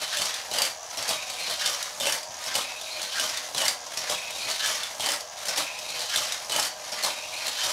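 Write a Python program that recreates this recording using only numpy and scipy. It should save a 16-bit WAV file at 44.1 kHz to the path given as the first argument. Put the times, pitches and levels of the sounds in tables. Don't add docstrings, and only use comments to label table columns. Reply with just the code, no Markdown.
import sys
import numpy as np
from scipy import signal
from scipy.fft import rfft, irfft
from scipy.io import wavfile
from scipy.ndimage import uniform_filter1d

SR = 44100
rng = np.random.default_rng(int(sys.argv[2]) if len(sys.argv) > 2 else 0)


def linear_from_db(decibels):
    return 10 ** (np.asarray(decibels, float) / 20)


def waveform_to_disk(signal):
    frames = np.transpose(np.atleast_2d(signal))
    scaled = np.clip(frames, -1, 1) * 32767
    samples = np.round(scaled).astype(np.int16)
    wavfile.write(sys.argv[1], SR, samples)


N = 340672
T = np.arange(N) / SR
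HZ = np.fft.rfftfreq(N, 1 / SR) + 1
LAP_S = 1.48

# f/Hz, level/dB
ROOM_TONE = [(25, -17), (80, -3.5), (150, -15), (394, -15), (1000, -16), (4000, -13.5), (10000, -22),
             (16000, -27)]
# t/s, level/dB
FLOOR_THUMPS = [(0.51, -41), (0.969, -44), (2.01, -45), (2.28, -46), (3.552, -39), (4.449, -40),
                (5.001, -45), (5.579, -55), (.19, -36), (3.2, -39), (3.975, -53), (4.68, -42), (5.46, -54),
                (6.164, -36), (6.557, -34), (7.031, -45), (7.639, -49)]
# t/s, level/dB
GEAR_LEVEL = [(0.0, -36.5), (1.6, -35.5), (3.2, -36.5), (4.6, -36), (5.35, -38), (6.0, -36), (6.8, -37.5),
              (7.72, -35.5)]
# t/s, level/dB
GEAR_SLIPS = [(0.829, 2), (0.905, 5), (2.314, -3), (2.341, 6), (3.815, 2), (3.866, 8), (5.339, -13),
              (6.446, 8), (6.85, 1), (6.879, 6)]
# f/Hz, width/Hz, level/dB
GEAR_TEETH = [(5150, 250, -9), (5600, 300, -6), (5960, 170, 0), (6580, 110, 0), (9600, 400, -20)]
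# f/Hz, width/Hz, level/dB
HOUSING = [(503, 17, -2), (621, 33, 2.5), (729, 150, -3.5), (943, 37, -7.5), (1003, 31, -10),
           (1568, 67, -13), (3000, 1000, -20)]

JOINT_AT_S = [
    0,
    .418,
    .58,
    .75,
    .92,
    1.05,
    1.2,
    1.37,
]
# t/s at landing, crest, loop, bend
OUT_S = [(-.41, .0176, .1708, .3404), (1.0789, 1.498, 1.6596, 1.8267), (2.5414, 3.017, 3.1966, 3.3722),
         (4.0875, 4.5, 4.659, 4.833), (5.5598, 5.9928, 6.1594, 6.322), (7.0269, 7.468, 7.6355, 7.8)]
# t/s at booster mouth, booster exit, top of jump, step
HOME_S = [(.5132, .6523, .8, .9728), (1.9999, 2.123, 2.3, 2.461), (3.547, 3.681, 3.81, 3.9725),
          (4.9972, 5.118, 5.29, 5.4834), (6.4962, 6.6494, 6.765, 6.9207), (7.97, 8.1, 8.25, 8.42)]
OUT_FORCE_DB = [(0.23, 0.78, -1.5, 1), (-0.21, 1.7, -0.31, -2), (-0.22, -1.8, -1.3, 0.3),
                (-0.24, 1.7, 1, -0.8), (0.75, -0.98, -0.37, 0.5), (.1, 0.1, 0.44, 1)]
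HOME_FORCE_DB = [(.1, 0.51, -6, 0.0036), (.1, -0.13, -1.5, 0.71), (.1, 2, -1, -0.75), (.1, 0.17, -4, 3),
                 (.1, .1, 1.5, -1.1), (.1, .1, .1, .1)]

# f/Hz, front axle level/dB, rear axle level/dB, gap between axles/s, thud level/dB
JOINTS = [
    (4690, -19.5, -21, .02, -11),
    (4430, -20, -20, .0125, -6),
    (3580, -15.5, -21, .014, -9.5),
    (3620, -18, -34, .02, -21),
    (3880, -20, -23, 0.015, -14),
    (5070, -14, -24, 0.0082, -47),
    (5000, -60, -60, .01, -20),
    (5300, -19.5, -28, 0.018, -4.5),
]
OUT_KNOCK_DB = [(.1, -9, -0.5, -3.1), (1.5, 0, 1.8, 0), (-2.5, -1.5, 1, -0.5), (-11, 2, -0.5, -3),
                (-3, -3.5, 3.5, 1.5), (0, 1.5, -4, .1)]
HOME_KNOCK_DB = [(-2, -3.5, .1, -3), (1.5, 0, .1, -6), (0, 3.5, .1, 1), (-2.1, -3, .1, 2), (.3, -6, .1, -9),
                 (.1, .1, .1, .1)]
# t/s, peak level/dB, f/Hz, thud level/dB
SHAKES = [(1.09, -16, 5270, -6), (2.553, -12.5, 3000, -3), (4.0976, -18, 4970, -3),
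          (5.5751, -22, 3020, -1.5), (7.0354, -16.5, 4220, -2.5), (.5366, -19, 4200, -16),
          (2.008, -20, 3130, 0), (3.571, -23, 3300, -20), (5.021, -28, 3130, -24),
          (6.5202, -16.5, 3000, -15), (5.088, -14.5, 3070, -4.5), (2.055, -19.5, 3320, 4),
          (.5851, -15.5, 4750, -1.5), (.6187, -9.5, 4640, -9), (2.069, -14, 2700, 4),
          (2.0954, -19, 3000, -14.5), (3.5799, -15.5, 3150, -46), (3.6174, -18, 2940, 1),
          (3.6531, -16, 5540, -27), (5.006, -19, 3220, -14), (5.0607, -16.5, 4770, -20),
          (6.562, -13.5, 3000, -1), (6.5966, -12.5, 5360, -31), (6.627, -17, 4190, -27)]
# t/s, peak level/dB, f/Hz
RATTLES = [(0.1276, -27, 3800), (0.2186, -16.5, 4400), (0.255, -19.5, 5000), (1.0253, -20.5, 4540),
           (1.2994, -23.5, 7700), (2.2304, -26.5, 4820), (2.439, -24.5, 5300), (2.8125, -24, 3580),
           (3.1275, -27, 3000), (3.917, -37, 4040), (3.9384, -29, 3170), (4.3057, -25.5, 3080),
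           (4.3834, -28, 6100), (4.467, -32, 3880), (4.611, -33, 2960), (5.207, -24.5, 4600),
           (5.3884, -30.5, 3690), (5.4543, -21.5, 6100), (5.7887, -25.5, 5250), (5.903, -27, 3870),
           (6.0174, -23, 4070), (6.0995, -31, 4510), (7.5832, -34, 3580)]

# from t after landing/s, to t after landing/s, f/Hz, width/Hz, level against the broad chatter/dB
PIECES = [(0.057, 0.071, 3230, 250, -6), (0.037, 0.054, 1070, 220, -5), (0.36, 0.12, 7200, 390, -26),
          (.07, .22, 2520, 190, -4.5), (.28, .4, 2470, 240, -6.5), (.92, 1.06, 3050, 120, -9),
          (1.03, 1.17, 4620, 110, -12), (0.033, 0.334, 3780, 150, -12), (.32, 0.382, 4200, 320, -2),
          (0.38, 0.534, 3900, 1000, -7), (0.34, 0.67, 3080, 58, -15), (0.52, 0.576, 1666, 145, -10.5),
          (0.63, 0.62, 3640, 270, -6), (0.6, 0.66, 1140, 260, -16.5), (0.77, 0.67, 4200, 93, -12),
          (.58, 0.694, 5700, 700, -10.5), (.99, 1.02, 872, 130, -10), (1.37, 1.4, 5500, 180, -6),
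          (.92, 0.69, 3100, 1000, 5)]
# f/Hz, level/dB
PLASTIC = [(88, -18), (150, -16.5), (398, -13.5), (624, 3), (675, -2.5), (854, -2), (1340, -11),
           (3040, -2.5), (4490, -1), (10400, -6.5), (16000, -20.5)]
LOAD_AT_S = [.001, .014, .11, .25, .31, .43, .5, .548, .635, .75, .919, .922, .943, .947, 1.07, 1.165,
             1.369, 1.373]
# load level/dB, hollowness level/dB, loose edge level/dB, axle fizz level/dB
LOAD = [(-38, -14, -4, -8.5), (-28, -7, -10.5, -2), (-38.5, -11, -8.5, -4.5), (-40.5, -11, -12, -5),
        (-36.5, -10.5, -13.5, -3), (-34, -6.5, -6, -3.5), (-37.5, -17.5, -9.5, -3.5),
        (-29, -19, -10.5, -7.5), (-32, -11.5, -9.5, -2.5), (-37, -16.5, -6, -8.5), (-47.5, -4.5, -8.5, 0),
        (-37, 2, -10, -41), (-39, -9.5, -8, -7), (-31, -8.5, -7.5, -4), (-34, -8, -3.5, 0),
        (-50.5, -6, -9, -7.5), (-39, -13.5, -6.5, -3.5), (-35, -7, -8.5, -4.5)]


def unit(x):
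    return x / np.sqrt(np.mean(x ** 2))


def colour(x, points):
    hz, db = np.transpose(points)
    return irfft(rfft(x) * linear_from_db(np.interp(np.log(HZ), np.log(hz), db)), N)


def band(x, lo_hz, hi_hz, order=3):
    return signal.sosfilt(signal.butter(order, [lo_hz, hi_hz], "band", fs=SR, output="sos"), x)


def ring(x, modes):
    out = np.zeros(N)
    for hz, width_hz, db in modes:
        b, a = signal.iirpeak(hz, hz / max(width_hz, 20), SR)
        out += linear_from_db(db) * signal.lfilter(b, a, x)
    return out


def room(x, t60_s):
    t, hop = np.arange(9000) / SR, 4096
    fade = signal.windows.hann(2 * hop, sym=False)
    x = np.pad(x, (hop, 2 * hop))
    out = np.zeros(len(x) + len(t))
    decay = np.exp(-np.log(1000) * t / t60_s) * (t > .003)
    for i in range(0, N + hop, hop):
        echo = signal.lfilter([1], [1, -.3], rng.standard_normal(len(t))) * decay
        echo /= np.sqrt(np.sum(echo ** 2))
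        out[i:i + 2 * hop + len(t) - 1] += signal.fftconvolve(x[i:i + 2 * hop] * fade, echo)
    return out[hop:hop + N]


def floor():
    out = linear_from_db(-55.5) * unit(colour(rng.standard_normal(N), ROOM_TONE))
    rumble = unit(band(rng.standard_normal(N), 63, 315))
    for s, db in FLOOR_THUMPS:
        t = np.maximum(T - s, 0)
        swell = np.exp(-t / 0.036) * (1 - np.exp(-t / 0.0043))
        out += linear_from_db(db - 7.5) * rumble * swell
    return out


def booster():
    turns_per_s = 85
    gaps = (1 + .07 * rng.standard_normal(800)) * SR / turns_per_s
    turns = np.cumsum(gaps).astype(int)
    strength = linear_from_db(rng.uniform(-1.1, 1, size=800) * 2.1)
    inside = turns < N
    force = np.zeros(N)
    force[turns[inside]] = strength[inside]
    for when, db in GEAR_SLIPS:
        force[int(when * SR)] = linear_from_db(db)
    tick = unit(signal.lfilter([1], [1, -np.exp(-1 / (0.0027 * SR))], force))
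    teeth = ring((tick + .5) * rng.standard_normal(N), GEAR_TEETH)
    housing = ring((np.minimum(tick, 2.5) + 1.8) * rng.standard_normal(N), HOUSING)
    s, tick_db = np.transpose(GEAR_LEVEL)
    teeth = unit(band(teeth, 2700, 12600)) * linear_from_db(np.interp(T, s, tick_db) - 9.5)
    return teeth + linear_from_db(-46) * unit(band(housing, 633, 3000))


def passes():
    when = np.hstack([OUT_S, HOME_S])
    place = np.arange(len(OUT_S))[:, None] * LAP_S + JOINT_AT_S
    return when, place, np.hstack([OUT_FORCE_DB, HOME_FORCE_DB])


def blows():
    when = passes()[0]
    hz, front_db, rear_db, gap_s, thud_db = (column + 0 * when for column in np.transpose(JOINTS))
    hz = hz * (1 + .06 * rng.standard_normal((2, *when.shape)))
    db = np.array([front_db, rear_db]) + np.hstack([OUT_KNOCK_DB, HOME_KNOCK_DB])
    rows = np.array([[when, when + gap_s], db, hz, [thud_db, thud_db]]).reshape(4, -1).T
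    rows = [row for row in rows if 0 < row[0] < T[-1]]
    rattle_thud_db = -4
    return [*rows, *SHAKES, *[(*row, rattle_thud_db) for row in RATTLES]]


def knocks():
    length = 4096
    out, t = np.zeros(N + length), np.arange(length) / SR
    rows = blows()
    chance = rng.random((len(rows), 5))
    contact = 1 - np.exp(-t / .0003)
    for (s, db, hz, thud_db), c in zip(rows, chance):
        crack = band(rng.standard_normal(length), 2300, 9800, order=2)
        crack = linear_from_db(-2.5) * crack * (.95 * np.exp(-t / .0028) + .27 * np.exp(-t / .02))
        weaker = sum(np.sin(2 * np.pi * (2800 + 6000 * k) * t) for k in c[2:])
        tone = np.sin(2 * np.pi * hz * t) + 0.41 * weaker
        tone = linear_from_db(-6.0) * tone * np.exp(-t / 0.0054)
        thud = np.sin(2 * np.pi * (560 + 120 * c[0]) * t)
        thud += 0.23 * np.sin(2 * np.pi * (800 + 250 * c[1]) * t)
        thud *= linear_from_db(thud_db - 9.5) * (1 - np.exp(-t / 0.00059)) * np.exp(-t / 0.0071)
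        i = int(s * SR)
        out[i:i + length] += linear_from_db(db) * (contact * (crack + tone) + thud)
    return out[:N]


def clicks(per_s, spread_db, smear_ms):
    hit = rng.random(N) < per_s / SR
    size = hit * linear_from_db(spread_db * np.minimum(rng.exponential(size=N), 5))
    tail = signal.lfilter([1], [1, -np.exp(-1000 / (smear_ms * SR))], size)
    return unit(tail * rng.standard_normal(N))


def wheels():
    when, along, force_db = passes()
    place = np.interp(T, when.ravel(), along.ravel()) % LAP_S
    load_db, body_db, edge_db, fizz_db = (np.interp(place, LOAD_AT_S, column, period=LAP_S)
                                          for column in np.transpose(LOAD))
    rail_db = load_db + np.interp(T, when.ravel(), force_db.ravel())
    chatter = clicks(per_s=1400, spread_db=-0.9, smear_ms=5.0)
    track = unit(colour(chatter, PLASTIC))
    grip_times = T[::900]
    for start, end, hz, width_hz, db in PIECES:
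        on_piece = uniform_filter1d(1. * (place > start) * (place < end), size=700)
        grip = linear_from_db(3.0 * np.interp(T, grip_times, rng.standard_normal(len(grip_times))))
        track += on_piece * grip * unit(ring(chatter, [(hz, width_hz, 0)])) * linear_from_db(db)
    track /= np.sqrt(uniform_filter1d(band(track, 1400, 5780) ** 2, size=3000))
    layers = [(1960, 6680, 0, 1.0),
              (482, 1020, body_db, 0.67),
              (1218, 2186, edge_db, 3.5),
              (6280, 15000, fizz_db, -0.93),
              (88, 370, body_db, -10.5)]
    return sum(unit(band(track, lo, hi)) * linear_from_db(rail_db + db + trim_db) for lo, hi, db, trim_db in layers)


def scene():
    dry = wheels() + knocks() + booster()
    return (dry + linear_from_db(-5.5) * room(dry, t60_s=0.28) + floor())[None]


def top_cut(x):
    return signal.sosfilt(signal.butter(12, 16490, fs=SR, output="sos"), x)


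def record(dry):
    x = signal.sosfilt(signal.butter(3, 45, "high", fs=SR, output="sos"), dry)
    x = signal.sosfilt(signal.ellip(10, .2, 70, 15720, fs=SR, output="sos"), x)
    return top_cut(x)


dry = scene()
out = record(dry)
waveform_to_disk(out)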